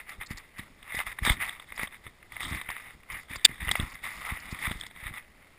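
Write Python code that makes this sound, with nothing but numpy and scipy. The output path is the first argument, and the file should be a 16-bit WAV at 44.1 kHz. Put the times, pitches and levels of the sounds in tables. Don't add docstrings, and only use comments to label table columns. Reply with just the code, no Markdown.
import sys
import numpy as np
from scipy import signal
from scipy.fft import rfft, irfft
from scipy.io import wavfile
from scipy.ndimage import uniform_filter1d

SR = 44100
rng = np.random.default_rng(int(sys.argv[2]) if len(sys.argv) > 2 else 0)


def pcm_store(signal):
    levels = np.round(np.clip(np.atleast_2d(signal), -1, 1) * 32767)
    wavfile.write(sys.argv[1], SR, levels.astype(np.int16).T)


def nominal_scale(level):
    x = np.asarray(level, float) / 20
    return 10 ** x


N = 246078

# deepest_push_s, push_level_db, push_time_constant_ms
CASE_JOLTS = [(0.19, -34.5, 3.4), (0.31, -26, 0.68), (0.351, -35.5, 3), (0.595, -30, 0.58),
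              (0.946, -29.5, 0.17), (.975, -32.5, 1.4), (1.076, -31.5, 3.8), (1.226, -19.5, 1.9),
              (1.276, -19.5, 0.41), (1.307, -12, 2.04), (1.833, -27, 0.17), (2.066, -36.5, 0.19),
              (2.514, -28.5, 0.74), (2.526, -24.5, 1.06), (2.691, -36, 1.2), (3.367, -36, 1.8),
              (3.449, -35.5, 0.88), (3.495, -32.5, 0.53), (3.631, -25, 1.75), (3.676, -23.5, 1.7),
              (3.714, -33, 0.76), (3.799, -18.5, 0.83), (3.833, -22, 2), (4.324, -23.5, 1.24),
              (4.528, -24.5, 0.87), (4.679, -23.5, 1.5), (4.713, -25, 0.58), (4.757, -28, 1.8),
              (5.031, -36, 1.7), (5.064, -28.5, 2.4), (5.113, -36.5, 1.8)]
# frequency_hz, width_hz, gain_db
CASE_MODES = [(1255, 365, 5), (2006, 298, 14.5), (2960, 610, -20), (870, 100, -10), (3695, 493, 9.5)]
CASE_TOP_HZ = 3630
# frequency_hz, width_hz, gain_db
FIZZ_MODES = [(5100, 1330, 18), (4560, 400, -2.5)]


def evened(x):
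    return x / np.sqrt(np.mean(x ** 2) + 1e-20)


def add(mix, s, sound):
    part = mix[round(s * SR):][:len(sound)]
    part += sound[:len(part)]


def ring(x, modes, top_hz=SR):
    f = np.fft.rfftfreq(len(x), 1 / SR)
    gain = 0
    for hz, width, db in modes:
        damping = 1j * f * width
        gain = gain + nominal_scale(db) * damping / (hz ** 2 - f ** 2 + damping)
    rolloff = 1 + (f / top_hz) ** 20
    return irfft(rfft(x) * gain / rolloff, len(x))


def colour(x, points):
    hz, db = np.transpose(points)
    f = np.fft.rfftfreq(len(x), 1 / SR)
    gain = nominal_scale(np.interp(np.log(f + 1), np.log(hz), db))
    return evened(irfft(rfft(x) * gain, len(x)))


def swell(ms, size):
    u = np.arange(size) * 1000 / SR / np.clip(ms, .2, 12)
    return (u / 2) ** 2 * np.exp(2 - u)


def grains(per_s, spread_db, ms, bed):
    sizes_db = spread_db * np.minimum(rng.exponential(1, N), 2.5)
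    impulses = nominal_scale(2 * sizes_db) * (rng.random(N) < per_s / SR)
    puffs = abs(signal.oaconvolve(impulses, swell(ms, size=4096))[:N])
    power = bed + puffs / puffs.mean()
    return np.sqrt(power) * rng.standard_normal(N)


def gesture(s, db, rise_db_per_s, fall_db_per_s):
    t = np.arange(N) / SR
    before_db = rise_db_per_s * np.maximum(s[0] - t, 0)
    after_db = fall_db_per_s * np.maximum(t - s[-1], 0)
    return nominal_scale(2 * (np.interp(t, s, db) - before_db - after_db))


def effort():
    # start_s, length_s, start_level_db, change_db
    strokes = [(0, 0.0057, -45, 0), (0.094, 0.057, -44, -3.5), (0.216, 0.011, -42, -3),
               (0.315, 0.011, -40, -4), (0.377, 0.082, -45.5, -13), (0.588, 0.2, -42.5, -30.5),
               (0.766, 0.24, -67, 36.5), (1.071, 0.053, -36.5, -4.5), (1.168, .04, -51, -2),
               (1.254, 0.069, -22.5, -2), (1.42, 0.15, -30, -21), (1.6, 0.029, -51.5, 5),
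               (1.682, .07, -49, -2), (1.784, 0.053, -37.5, 3), (1.924, .03, -48, 1.5),
               (2.048, 0.027, -49, 0), (3.107, 0.13, -40, -5.5), (3.308, 0.053, -37.5, -4),
               (3.389, 0.048, -53.5, 4.5), (3.491, 0.091, -42.5, -9), (4.905, 0.18, -59.5, 18),
               (5.138, 0.039, -43, 3)]
    # time_s, level_db
    squeezes = [
        [(2.325, -42.5), (2.395, -47), (2.407, -32), (2.425, -35.5), (2.526, -34.5), (2.668, -50),
         (2.72, -45.5), (2.94, -46.5)],
        [(3.61, -42), (3.704, -35.5), (3.73, -40.5), (3.763, -32), (3.99, -51.5)],
        [(4.043, -36), (4.306, -37.5), (4.422, -45.5), (4.524, -39.5), (4.562, -41.5), (4.653, -31),
         (4.763, -43.5), (4.867, -50)],
    ]
    grip_db_per_s, let_go_db_per_s = 686, 491.5
    rustle_db = -62.5
    moves = [([s, s + length], [db, db + change_db]) for s, length, db, change_db in strokes]
    moves += [np.transpose(curve) for curve in squeezes]
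    power = nominal_scale(2 * rustle_db)
    for s, db in moves:
        power = power + gesture(s, db, grip_db_per_s, let_go_db_per_s)
    return np.sqrt(power)


def hiss():
    # frequency_hz, relative_density_db
    spectrum = [(30, -0.5), (100, -9.5), (700, -16), (4500, -26.5), (5900, -24.5)]
    level_db = -57.5
    return nominal_scale(level_db) * colour(rng.standard_normal(N), spectrum)


def shake():
    rest_db, carry_db = -66, -15.5
    around_db, length_power = -18, 0.16
    build_db_per_s, settle_db_per_s = 600.5, 198
    power = nominal_scale(2 * rest_db) + (nominal_scale(carry_db) * effort()) ** 2
    for s, db, ms in CASE_JOLTS:
        around = gesture([s], [db + around_db], build_db_per_s, settle_db_per_s)
        power = power + ms ** (2 * length_power) * around
    return np.sqrt(power)


def jolts():
    # frequency_hz, width_hz, gain_db
    thud = [(220, 53, -5.5)]
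    # frequency_hz, relative_density_db
    rumble_tone = [(15, -13.5), (31, -1.5), (100, -8.5), (230, -14), (340, -18), (450, -32.5), (700, -49)]
    rebound_hz = 32
    pushes = np.zeros(N)
    for s, db, ms in CASE_JOLTS:
        add(pushes, s - 2 * ms / 1000, -nominal_scale(db) * swell(ms, size=4096))
    rebound = signal.butter(2, rebound_hz, "high", fs=SR, output="sos")
    swings = signal.sosfilt(rebound, pushes + ring(pushes, thud))
    rumble = colour(grains(per_s=23, spread_db=6.5, ms=7.4, bed=0.24), rumble_tone)
    return swings + shake() * rumble


def knock():
    # peak_s, level_db
    blows = [(3.4526, -4), (3.46, -17)]
    # frequency_hz, relative_density_db
    tone = [(120, -33), (200, -24.5), (436, -45), (1160, -20), (1850, -5.5), (3210, -7), (3650, 3),
            (4030, -14.5), (4570, -2.5), (5900, -16), (7670, -56.5), (13000, -120)]
    rise_db_per_s, fall_db_per_s = 2301, 2796
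    lead_s, last_s, edge_s = 0.0061, 0.0095, 0.0011
    power = sum(gesture([s], [db], rise_db_per_s, fall_db_per_s) for s, db in blows)
    t = np.arange(N) / SR - blows[0][0]
    inside_s = np.minimum(t + lead_s, last_s - t)
    contact = np.clip(inside_s / edge_s + .5, 0, 1) ** 2
    rattle = np.resize(colour(rng.standard_normal(1024), tone), N)
    return contact * np.sqrt(power) * rattle


def sprays():
    # time_s, peak_db
    spray_list = [(0.0924, -36.5), (0.2633, -37), (0.3051, -30), (0.3733, -29), (0.582, -39),
                  (0.948, -31.5), (1.7546, -38), (1.8238, -34), (2.434, -33), (2.556, -34.5), (2.6998, -35),
                  (3.1186, -36.5), (3.3565, -28.5), (3.7125, -17), (3.8994, -41), (3.937, -40),
                  (4.399, -40), (4.5087, -32.5), (4.8, -34.5), (4.8623, -35.5)]
    out = np.zeros(N)
    envelope = swell(3.36, size=4096)
    ticks = np.repeat(rng.random((len(spray_list), 64)) ** 2.4, 64, axis=1)
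    puffs = ticks * rng.standard_normal(ticks.shape)
    for (s, db), puff in zip(spray_list, puffs):
        sound = ring(puff * envelope, FIZZ_MODES)
        add(out, s - .003, nominal_scale(db) * sound / abs(sound).max())
    return out


def snaps():
    # time_s, lower_rings_peak_db, upper_ring_re_lower_db
    snap_list = [(0.212, -28, -24), (0.221, -28, -26), (.233, -32, -3), (0.593, -35, 1.5), (.828, -47, 9),
                 (.948, -26.5, -3), (0.99, -17, -10), (1.003, -21, -17), (1.187, -24, -7),
                 (1.251, -15.5, -3), (1.298, -10, -7), (1.42, -39, -24), (1.493, -25, -0.5),
                 (1.598, -34, 1), (1.722, -27.5, -13), (1.777, -26, -7), (1.794, -21, -12),
                 (1.873, -34, 2.5), (2.066, -31, -12), (2.228, -39.5, -17), (2.321, -30.5, -22),
                 (2.366, -25, -17), (2.406, -23, -14), (2.43, -26.5, 2), (2.614, -25.5, -1.5),
                 (2.688, -22.5, -22), (2.701, -21, -13), (2.716, -27.5, -24), (2.766, -26, -11),
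                 (3.033, -43.5, -26), (3.101, -26.5, -18), (3.357, -23.5, -8), (3.683, -20, -20),
                 (3.69, -15, -24), (3.713, -16.5, 5), (3.754, -14.5, -41), (3.799, -29.5, 9),
                 (4.372, -28.5, -25), (4.715, -23, -2), (4.812, -34, 11), (4.835, -33, 1.5),
                 (4.866, -33.5, 0.5), (4.911, -40.5, -4), (4.961, -37, -7), (5.067, -23, -9),
                 (5.139, -33, -7), (5.18, -30, -5)]
    shortest_ms, spread = 0.6, 0.83
    out = np.zeros(N)
    lengths_ms = shortest_ms * np.exp(spread * rng.random(len(snap_list)))
    puffs = rng.standard_normal((len(snap_list), 2048))
    for (s, db, upper_db), ms, puff in zip(snap_list, lengths_ms, puffs):
        burst = puff * swell(ms, size=2048)
        for modes, part_db in ((CASE_MODES[:-1], 0), (CASE_MODES[-1:], upper_db)):
            sound = ring(burst, modes, CASE_TOP_HZ)
            add(out, s - .001, nominal_scale(db + part_db) * sound / abs(sound).max())
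    return out


def crunch():
    drift_db, drift_ms, thin_hz = 3.0, 60, 600
    fizz_db, pivot_db = -18, -43.5
    fizz_growth = 1.01
    drive = grains(per_s=390, spread_db=5.5, ms=0.74, bed=0.8)
    span = round(drift_ms * SR / 1000)
    body = 0
    for mode in CASE_MODES:
        wander = uniform_filter1d(rng.standard_normal(N), span)
        drift = evened(uniform_filter1d(wander, span))
        body = body + ring(nominal_scale(drift_db * drift) * drive, [mode], CASE_TOP_HZ)
    high_pass = signal.butter(2, thin_hz, "high", fs=SR, output="sos")
    thin = signal.sosfilt(high_pass, body)
    fine = ring(grains(per_s=260, spread_db=4.0, ms=0.99, bed=0.51), FIZZ_MODES)
    work = effort()
    fizz = nominal_scale(fizz_db) * (work / nominal_scale(pivot_db)) ** (fizz_growth - 1) * evened(fine)
    return work * (evened(thin) + fizz)


def scene():
    return (hiss() + jolts() + knock() + sprays() + snaps() + crunch())[None]


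def roll_off(x):
    return signal.sosfilt(signal.butter(12, 16230, fs=SR, output="sos"), x)


def record(dry):
    sample_edge_hz, top_edge_hz = 5900, 15250
    smoothing = signal.butter(8, sample_edge_hz, fs=SR, output="sos")
    smooth = signal.sosfiltfilt(smoothing, dry)
    slow = signal.resample_poly(smooth, 40, 147, axis=1, window=("kaiser", 9))
    steps = np.repeat(slow, 4, axis=1)
    held = signal.resample_poly(steps, 147, 160, axis=1)[:, :N]
    edge = signal.firwin(201, top_edge_hz, window=("kaiser", 3.5), fs=SR)
    mix = np.clip(signal.oaconvolve(held, edge[None], "same"), -1, 1)
    return roll_off(mix)


dry = scene()
out = record(dry)
pcm_store(out)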